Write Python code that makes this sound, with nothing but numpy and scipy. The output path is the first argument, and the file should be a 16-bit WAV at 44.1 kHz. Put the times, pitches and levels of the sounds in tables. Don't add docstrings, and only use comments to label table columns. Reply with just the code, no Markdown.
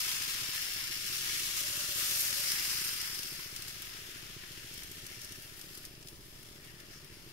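import sys
import numpy as np
from scipy import signal
from scipy.fft import rfft, irfft, next_fast_len
from scipy.io import wavfile
from scipy.ndimage import uniform_filter1d

SR = 44100
rng = np.random.default_rng(int(sys.argv[2]) if len(sys.argv) > 2 else 0)


def store_wav(level_fs):
    pcm = np.round(np.clip(np.atleast_2d(level_fs), -1, 1) * 32767)
    wavfile.write(sys.argv[1], SR, pcm.T.astype(np.int16))


def amplitude_ratio(level_db):
    exponent = np.asarray(level_db, float) / 20
    return 10 ** exponent


N = 322812

# pitch_hz, density_db
ROOM_SPECTRUM = [(12, -29), (20, 3.5), (48, -3.5), (129, -4), (229, -11), (367, -9.5), (517, -19),
                 (586, -13), (742, -20.5), (1500, -22), (1950, -63), (3300, -120)]

# start_s, level_db
THUMP_TRAINS = [
    [(0.067, -45), (0.138, -48), (0.283, -45), (0.353, -48), (0.423, -45), (0.49, -42), (0.558, -49),
     (0.689, -50), (0.763, -47), (1.101, -46), (1.167, -50), (1.367, -45), (1.504, -49)],
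    [(0.997, -51), (1.213, -48), (1.35, -48), (1.634, -46), (1.702, -46), (1.775, -43), (1.841, -44),
     (1.911, -50), (2.119, -45), (2.191, -47), (2.258, -46), (2.329, -44), (2.465, -47), (2.61, -45),
     (3.027, -49), (3.248, -45), (3.386, -50)],
    [(3.69, -46), (3.912, -49), (3.989, -48), (4.054, -53), (4.26, -51), (4.333, -49), (4.611, -53)],
    [(4.752, -49), (4.968, -47), (5.037, -45)],
    [(4.59, -53), (4.737, -47), (4.884, -51), (5.029, -47), (5.105, -48), (5.378, -47), (5.523, -46),
     (5.595, -52), (5.671, -47), (5.871, -47), (6.009, -47), (6.078, -53), (6.143, -49), (6.283, -46),
     (6.353, -50), (6.488, -50), (6.698, -48), (7.043, -48), (7.116, -46)],
    [(0.276, -45), (0.344, -52), (0.415, -46)],
    [(6.058, -47), (6.203, -48)],
    [(6.438, -51), (6.513, -46), (6.663, -50), (6.741, -46), (6.812, -46), (6.96, -46), (7.311, -48)],
    [(7.051, -48), (7.125, -46), (7.199, -52), (7.274, -45)],
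]
# start_s, level_db
MAIN_THUMP_TRAIN = [(0.701, -49), (0.774, -50), (0.907, -47), (1.404, -46), (1.545, -49), (1.615, -44),
                    (1.755, -45), (1.824, -48), (1.892, -44), (2.297, -47), (2.717, -48), (2.786, -44),
                    (2.858, -47), (2.929, -44), (3.064, -52), (3.131, -45), (3.323, -45), (3.461, -45),
                    (3.66, -45), (3.73, -48), (3.804, -47), (4.02, -44), (4.301, -45), (4.366, -41),
                    (4.437, -47), (4.509, -45), (4.646, -45), (4.98, -45), (5.32, -45), (5.452, -47),
                    (5.643, -47), (5.911, -46), (5.979, -45), (6.193, -46), (6.461, -47), (6.532, -54),
                    (6.67, -47)]
# start_s, level_db
LONE_KNOCKS = [(.4, -51), (0.432, -47), (1.713, -48), (1.785, -52), (1.918, -50), (1.99, -47), (2.17, -52),
               (2.318, -49), (2.6, -45), (2.756, -50), (2.813, -43), (3.33, -48), (4.291, -50),
               (4.366, -56), (4.516, -49), (5.459, -53), (5.538, -52), (6.361, -49), (7.265, -43.5)]
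# pitch_hz, level_db, t60_s, left_right_db
BODY_MODES = [
    (132, -5, 0.029, -4.5),
    (353.6, 1, 0.019, -0.5),
    (60, -20, 0.0081, 0),
]

# start_s, length_s, level_db
PAN_HUMS = [
    (1.596, 0.3, -60.5),
    (1.914, 0.086, -57.5),
    (2.045, 0.23, -63.5),
    (2.287, 0.19, -62),
]
# start_s, peak_db, pitch_hz
BUBBLE_POPS = [(0.015, -34, 2480), (0.0505, -37, 2060), (0.1336, -34, 2660), (0.2024, -29, 2750),
               (0.637, -37, 2560), (0.8001, -39, 2340), (0.8345, -37, 2780), (1.1837, -42, 2610),
               (1.2266, -35, 2710), (1.4147, -32, 2360), (1.4486, -39, 2760), (1.9225, -38, 2550),
               (1.9894, -37, 2780), (2.326, -27, 1920), (2.4199, -39, 2660), (2.4453, -36, 1860),
               (2.9347, -37, 2700), (3.3653, -45, 1740), (3.397, -40, 1320), (3.4994, -42, 1850),
               (3.6072, -44, 2220), (3.8467, -37, 2490), (3.8711, -36, 1980), (3.967, -42, 1660),
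               (4.1574, -40, 1660), (4.2248, -40, 2630), (4.2632, -49, 1680), (4.437, -36, 1790),
               (4.574, -34, 2420), (4.6099, -49, 1830), (4.6324, -38, 1760), (4.7656, -46, 2680),
               (4.791, -36, 2410), (4.8229, -38, 1740), (5.1517, -50, 2270), (5.2994, -43, 1670),
               (5.5927, -42, 1600), (5.8411, -40, 1870), (6.8089, -50, 1790), (6.9346, -48, 1830)]

# time_s, vigour_db (fizz level), tilt_db (towards the microphones),
# fresh_db (fresh batter on bare metal)
SWIRL = [(0, -40.5, 4, -0.5), (.08, -40.5, -4, -1.5), (.9, -45, 4, -2.5), (1.3, -39.5, -16.5, 1.5),
         (1.87, -39.5, -22, 3.5), (2.06, -37.5, -13, 3), (2.44, -41, -2.5, 1.5), (2.75, -40, -0.5, -0.5),
         (3.26, -50, 7, 0.5), (3.55, -51, -0.5, -1.5), (4.4, -55, 1, -2.5), (4.77, -53.5, -9, 0.5),
         (5.28, -55.5, -6.5, 1.5), (5.38, -56.5, -6, 1.5), (5.85, -60, 1.5, 2.5), (5.95, -66, 5, 2),
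         (6.25, -63, 3.5, 2), (7.32, -63, 5, -1)]
# pitch_hz, density_db
FIZZ_SPECTRUM = [(410, -21), (700, -17.5), (944, -12), (1010, -14), (1360, -5.5), (1550, -5), (2470, -4.5),
                 (2670, -5.5), (3800, -4.5), (5130, -2.5), (7770, -3), (8970, -1), (12900, -0.5),
                 (15100, -5), (15700, -6)]
# pitch_hz, left_right_db
FIZZ_LEAN = [(60, -5), (110, -5), (200, 5), (380, 1), (700, 1.5), (1290, 7), (2380, 4.5), (4400, 6.5),
             (8120, -1), (15000, 4.5)]
# pitch_hz, width_hz, boost_db
PAN_RESONANCES = [(975, 57, -7.5), (1030, 47, 8.5), (1145, 76, -1.5), (1260, 83, 1), (1520, 85, -2.5),
                  (1800, 81, 2), (2210, 100, 1.5), (2700, 140, 3), (3800, 610, -2), (5220, 270, 0.5),
                  (5650, 230, 3), (7800, 700, -3)]
# start_s, peak_db, brightness_db
FAT_SPITS = [(.221, -24, -14), (.2778, -30, -10), (2.158, -28, -4.5), (2.178, -31, -12), (2.328, -25, -12),
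             (2.517, -24, -7), (2.6993, -35, -10), (2.5965, -29, -17), (2.659, -33, -10),
             (2.8125, -28, -12), (2.874, -30, -12), (2.881, -29, -10), (3.0135, -26.5, -9),
             (3.1547, -45, -13), (3.1906, -30, -11), (3.2316, -27.5, -12), (3.4446, -33, -18),
             (3.5623, -27.5, -12), (3.621, -37, -6), (3.681, -37, -5), (3.8205, -34.5, -6),
             (3.937, -37, -21), (4.1495, -39, -23), (4.2183, -44, -7), (4.518, -37, -15), (4.7391, -42, -1),
             (4.777, -39, -7), (4.8334, -38.5, -4), (4.9147, -37, -7), (5.0654, -35.5, -7),
             (5.2155, -37, -8), (5.2455, -41, -1), (5.3213, -38, -6), (5.5937, -41, -7), (5.613, -38, -7),
             (5.7746, -42, -2), (5.7505, -42, -7), (5.8511, -35, -8), (5.859, -42, -12), (5.951, -45, -14),
             (6.0108, -45, -15), (6.0267, -38.5, -19), (6.072, -36.5, -13), (6.0846, -36, -11),
             (6.4303, -44, -7), (6.8014, -40, -12), (7.045, -45, -6)]
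# centre_s, half_length_s, pitch_hz, boost_db
STEAM_POCKETS = [(.58, 0.072, 1800, 4.5), (.85, 0.091, 2050, 2.5), (1.056, 0.19, 850, -14),
                 (1.31, 0.15, 4760, 2.5), (1.323, 0.12, 1980, 5.5), (1.61, 0.071, 1270, 3.5),
                 (1.7, 0.44, 4200, -0.5), (1.805, .13, 1260, 6), (1.853, 0.17, 2220, -4.5),
                 (2.023, 0.1, 1260, 5), (2.204, 0.15, 6240, 1.5), (2.278, 0.37, 3000, -2.5),
                 (2.347, 0.085, 4640, 1.5), (2.496, 0.057, 5250, 6), (2.546, 0.17, 2040, 4.5),
                 (2.6, 0.033, 5100, -2), (2.748, 0.4, 3380, -5), (2.85, 0.18, 720, -11),
                 (3.055, 0.094, 1800, 4.5), (3.5, 0.37, 3340, -3.5), (4.0, 0.14, 1740, 3.5),
                 (4.173, .08, 1600, 5.5), (4.44, 0.082, 1850, 4), (4.637, 0.086, 1800, 3),
                 (4.7, 0.44, 1120, -7), (4.78, .12, 5300, 2.5), (5.13, .12, 2200, 4), (5.237, 0.2, 5400, 5),
                 (5.3, .12, 1690, 3), (5.75, .15, 4800, 2.5), (5.78, 0.061, 1350, 2), (5.943, .08, 4900, 4),
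                 (5.958, 0.089, 2600, 1.5), (6.2, 0.3, 1440, -14), (6.22, .15, 2700, -4),
                 (6.503, .12, 2800, 0), (6.7, 0.18, 1820, 6), (6.71, 0.11, 2850, 2.5), (6.72, .12, 920, 3),
                 (6.824, 0.053, 1800, 7.5), (6.942, .09, 1700, 6.5), (6.952, 0.076, 5700, 6.5),
                 (6.94, 0.07, 4700, 2), (5.6, 1.7, 1800, 3), (5.8, 1.2, 2480, -0.5), (5.2, 2.2, 3200, 1),
                 (2.213, 0.11, 12000, 3), (1.1, 0.31, 6000, 1), (3.7, 0.17, 4200, 1),
                 (7.1, 0.24, 1840, 3.5), (7.163, 0.11, 3050, -1.5), (7.176, 0.091, 4800, 3)]
# centre_s, half_length_s, pitch_hz, boost_db
RIM_GLINTS = [
    (2.345, .03, 5100, -1),
    (2.41, .03, 5100, 1.5),
    (2.595, .025, 5150, 5),
    (2.705, .025, 5200, 3.5),
    (3.01, 0.017, 5200, 4),
    (3.1, 0.11, 5250, 1),
    (3.0, 0.18, 6200, -0.5),
    (3.42, 0.14, 8500, -4),
]

# centre_s, pitch_hz, length_s
SILENT_BANDS = [(.17, 3790, .05), (.6, 3830, .06), (.96, 3880, .04), (1.03, 900, .1), (1.05, 790, .12),
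                (1.14, 7580, .04), (1.25, 7710, .04), (1.32, 830, .07), (1.39, 3790, .05), (1.62, 860, .05),
                (1.9, 3800, .04), (2.28, 4090, .04), (2.35, 3270, .04), (2.39, 7500, .04),
                (2.58, 10770, .05), (2.75, 7750, .06), (2.75, 3320, .04), (2.77, 9600, .04),
                (2.81, 730, .05), (2.87, 7850, .09), (2.98, 7840, .05), (3.15, 600, .04), (3.18, 7450, .08),
                (3.38, 820, .05), (3.46, 7580, .04), (3.65, 11540, .05), (3.74, 7710, .04),
                (3.94, 7750, .04), (4.5, 990, .04), (4.64, 860, .04), (4.97, 900, .05), (4.99, 12450, .04),
                (5.09, 10030, .04), (5.67, 950, .05), (5.82, 950, .07), (5.97, 12750, .06),
                (6.02, 11280, .05), (6.15, 12450, .05), (6.32, 12580, .04), (6.61, 13000, .08),
                (6.98, 780, .05), (7.04, 7190, .06), (7.09, 11760, .04), (7.11, 820, .05),
                (7.25, 7970, .06), (5.6, 14000, .07), (6.55, 14200, .12), (6.75, 14400, .09),
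                (6.9, 14000, .09), (7.0, 14000, .06), (7.14, 14000, .09), (7.24, 14000, .07),
                (6.24, 14100, .05), (6.13, 14100, .05), (6.4, 14100, .07)]
# low_hz, high_hz, from_s, to_s, number
SILENT_ZONES = [
    (650, 1150, .2, 7.2, 45),
    (800, 1200, 2.9, 6, 25),
    (3300, 4200, .1, 3.2, 25),
    (7200, 8300, 2.3, 7.2, 25),
    (9500, 13000, 2.5, 7.2, 20),
    (13500, 14500, 4, 7.2, 40),
    (13600, 14800, 6.4, 7.2, 25),
]


def rms_one(x):
    return x / np.sqrt(np.mean(x ** 2) + 1e-20)


def in_time(rows):
    s, *columns = np.transpose(rows)
    return [np.interp(np.arange(N) / SR, s, c) for c in columns]


def at_hz(points, hz):
    f, v = np.transpose(points)
    return np.interp(np.log(hz), np.log(np.maximum(f, 1)), v)


def sides(db):
    return amplitude_ratio(np.array([db / 2, -db / 2]))


def drift(rate):
    r = np.exp(-40 * np.pi * rate / SR)
    slow = signal.lfilter([1], [1, -2 * r, r * r], rng.standard_normal(N // 20 + 2002))[2000:]
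    return np.interp(np.arange(N) / 20, np.arange(len(slow)), rms_one(slow))


def colour(x, spectrum_db):
    size = next_fast_len(N)
    hz = np.maximum(np.arange(size // 2 + 1) * SR / size, 1)
    return irfft(rfft(x, size) * amplitude_ratio(spectrum_db(hz)), size)[..., :N]


def evened(x, span_s):
    return x / np.sqrt(uniform_filter1d(np.mean(x ** 2, axis=0), int(span_s * SR)) + 1e-20)


def rumble():
    level_db, alike = -57.5, 0.66
    mid, side = rng.standard_normal((2, N))
    side = colour(np.sqrt(1 - alike) * side, lambda hz: at_hz([(350, 0.0), (550, 4.5)], hz))
    pair = np.sqrt(1 + alike) * mid + side * [[1], [-1]]
    lean = lambda hz: np.outer([.5, -.5], at_hz([(100, -4.0), (600, 4.0)], hz))
    return amplitude_ratio(level_db) * rms_one(colour(pair, lambda hz: at_hz(ROOM_SPECTRUM, hz) + lean(hz)))


def thumps(push_s, uneven_db):
    gap_s, gain_db = .0688, 0.5
    hits = np.zeros(N)
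    for train in THUMP_TRAINS + [MAIN_THUMP_TRAIN]:
        knots, db = np.transpose(train)
        steps = np.cumsum(np.r_[0, np.round(np.diff(knots) / gap_s)])
        at = (np.interp(np.arange(steps[-1] + 1), steps, knots) * SR).astype(int)
        uneven = uneven_db * rng.standard_normal(len(at))
        hits[at] += amplitude_ratio(gain_db + np.interp(at / SR, knots, db) + uneven)
    for s, db in LONE_KNOCKS:
        hits[round(s * SR)] += amplitude_ratio(db)
    push = np.hanning(int(push_s * SR))
    pushes = np.convolve(hits, -2 * push / push.sum(), "same") + 1e-18
    out = 0
    for hz, db, t60, pan_db in BODY_MODES:
        r, w = amplitude_ratio(-60 / (t60 * SR)), 2 * np.pi * hz / SR
        mode = signal.lfilter([1, -r * np.cos(w)], [1, -2 * r * np.cos(w), r * r], pushes)
        out = out + amplitude_ratio(db) * sides(pan_db)[:, None] * mode
    return out


def pan_hum():
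    pitch_hz, width_hz, edge_s, lag_cycles = 584, 6, 0.037, 0.12
    t = np.arange(N) / SR
    r, w = np.exp(-np.pi * width_hz / SR), 2 * np.pi * pitch_hz / SR
    tone = signal.lfilter([1, 0, -1], [1, -2 * r * np.cos(w), r * r], rng.standard_normal(N))
    held = 0
    for s, length, db in PAN_HUMS:
        held = held + amplitude_ratio(db) * np.clip(np.minimum(t - s, s + length - t) / edge_s + .5, 0, 1)
    pair = np.array([tone, np.roll(tone, int(lag_cycles * SR / pitch_hz))])
    return evened(pair, span_s=0.096) * held * sides(3.5)[:, None]


def pops():
    t60_s, gain_db = .02, -1.5
    out, t = np.zeros((2, N + 2000)), np.arange(2000) / SR
    for s, db, hz in BUBBLE_POPS:
        puff = rng.standard_normal((2, 2000)) * amplitude_ratio(-60 * t / t60_s)
        puff = signal.lfilter(*signal.iirpeak(hz, 2.5, SR), puff)
        i = int(s * SR)
        out[:, i:i + 2000] += amplitude_ratio(db + gain_db) * puff / np.abs(puff).max()
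    return out[:, :N] * sides(3.7)[:, None]


def crackle(per_s, spread_db, clump_db, wander_db, path_t60, direct_db, count):
    clumps = clump_db * (drift(5.0) + 1.3 * drift(9.0) + 0.18 * drift(34.0))
    born = rng.random(N) < per_s * amplitude_ratio(clumps) / SR
    sizes = amplitude_ratio(spread_db * np.minimum(rng.exponential(1, N), 4))
    bursts = born * sizes * rng.choice([-1, 1], N)
    spot, t = rng.integers(0, count, N), np.arange(1500) / SR
    out = 0
    for k in range(count):
        paths = rng.standard_normal((2, 1500)) * amplitude_ratio(-60 * t / path_t60)
        direct = np.arange(1500) == rng.integers(0, 30, (2, 1))
        paths = paths / np.linalg.norm(paths, axis=1, keepdims=True) + amplitude_ratio(direct_db) * direct
        here = bursts * (spot == k) * amplitude_ratio(wander_db * drift(0.67))
        out = out + signal.oaconvolve(here[None], paths, axes=1)[:, :N]
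    return rms_one(out)


def surges(per_s, surge_db, t60):
    kicks = (rng.random(N) < per_s / SR) * rng.exponential(1, N)
    gain = 1 + amplitude_ratio(surge_db) * signal.lfilter([1], [1, -amplitude_ratio(-60 / (t60 * SR))], kicks + 1e-18)
    return rms_one(gain)


def stray_spits(fizz_db):
    over_fizz_db, spread_db, bright_db = 12.5, 1.5, -31
    when, size, shade = rng.random((36, 3)).T
    db = fizz_db[(when * N).astype(int)] + over_fizz_db + spread_db * (2 * size - 1)
    return list(zip(when * N / SR, db, bright_db + 10 * (shade - .5)))


def spits(rows, level_db, bright):
    t60_s, rise_s = 0.037, 0.00067
    out = np.zeros(N)
    for s, db, bright_db in rows:
        i = int(s * SR)
        t = np.arange(min(3000, N - i)) / SR
        peak_db = db + level_db + bright * (bright_db + 11.0)
        out[i:i + len(t)] += amplitude_ratio(peak_db - 60 * t / t60_s) * np.minimum(t / rise_s + 0.6, 1)
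    return out


def pockets(x):
    width = 0.2
    out = x.copy()
    for s, length, hz, db in STEAM_POCKETS + RIM_GLINTS:
        i, j = max(int((s - length) * SR), 0), min(int((s + length) * SR), N)
        b, a = signal.iirpeak(hz, 1 / width, SR)
        out[:, i:j] += (amplitude_ratio(db) - 1) * np.hanning(j - i) * signal.lfilter(b, a, x[:, i:j])
    return out


def sizzle():
    mid_db, tilt_db, fresh_db = in_time(SWIRL)

    def register_db(base, per_vigour, per_tilt, per_fresh):
        return base + per_vigour * (mid_db + 50) + per_tilt * tilt_db + per_fresh * fresh_db

    large_db = register_db(-1.54, -0.18, 0.16, -0.21)
    small_db = register_db(2.2, 0.047, 0.3, 1.06)
    ring_db = register_db(-12, 0.26, 1.42, 1)
    large_db = uniform_filter1d(mid_db + large_db, int(0.2 * SR)) - mid_db

    def shape(hz):
        rings = sum(db / (1 + (2 * (hz - at) / width) ** 2) for at, width, db in PAN_RESONANCES)
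        lean = np.outer([.5, -.5], at_hz(FIZZ_LEAN, hz))
        return at_hz(FIZZ_SPECTRUM, np.minimum(hz, 15000)) + rings + lean

    edge = lambda hz, at: 1 / (1 + (hz / at) ** 12)
    large = lambda hz: edge(hz, 3590)
    middle = lambda hz: edge(hz, 6930) - edge(hz, 2920)
    small = lambda hz: 1 - edge(hz, 7440)
    rim = lambda hz: 1 / (1 + ((hz - 5060) / 620 * 2) ** 2) ** 2
    grains = crackle(per_s=9000, spread_db=1.7, clump_db=0.5, wander_db=5.0, path_t60=0.05, direct_db=-2.5, count=28)
    shared = surges(per_s=19, surge_db=-18.0, t60=0.19)
    puffs = rng.standard_normal((2, N))
    bursts = FAT_SPITS + stray_spits(mid_db)
    layers = [(large, large_db, -15.0, 0, .1), (middle, -1.5, -4.0, 0, .5),
              (small, small_db, -1.5, 1, 1.1), (rim, ring_db, -18, 0, 1.2)]
    out = 0
    for part, rel_db, spit_db, bright, flare in layers:
        band = lambda hz: shape(hz) + 10 * np.log10(np.maximum(part(hz), 1e-9))
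        flares = (shared * surges(per_s=14, surge_db=-16.0, t60=0.081)) ** flare
        fizz = evened(colour(grains, band), span_s=0.23) * flares
        out = out + amplitude_ratio(mid_db + rel_db + 1.5) * fizz
        out = out + rms_one(colour(puffs, band)) * spits(bursts, spit_db - 6.5, bright)
    return pockets(out)


def scene():
    return rumble() + thumps(push_s=0.0031, uneven_db=0.76) + pan_hum() + pops() + sizzle()


def silent_bands(x):
    sliver_s, reach = .035, .6
    out = x.copy()
    slivers = []
    for low, high, start, end, count in SILENT_ZONES:
        for a, b, c in rng.random((count, 3)):
            slivers.append((start + (end - start) * a, low + (high - low) * b, sliver_s * (.5 + c)))
    for s, hz, length in SILENT_BANDS + slivers:
        i, j = int((s - reach * length) * SR), min(int((s + reach * length) * SR), N)
        half = (100 + .022 * hz) / 2
        sos = signal.butter(3, [hz - half, hz + half], "band", fs=SR, output="sos")
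        band = signal.sosfiltfilt(sos, out[:, i:j].mean(axis=0))
        out[:, i:j] -= np.minimum(2 * np.hanning(j - i), 1) * band
    return out


def top_cut(x):
    return signal.sosfilt(signal.butter(12, 16610, fs=SR, output="sos"), x)


def record(dry):
    low_pass = signal.ellip(14, .5, 70, 15720, fs=SR, output="sos")
    cut = signal.sosfilt(low_pass, dry)
    mix = silent_bands(cut) - .0006
    return top_cut(mix)


dry = scene()
out = record(dry)
store_wav(out)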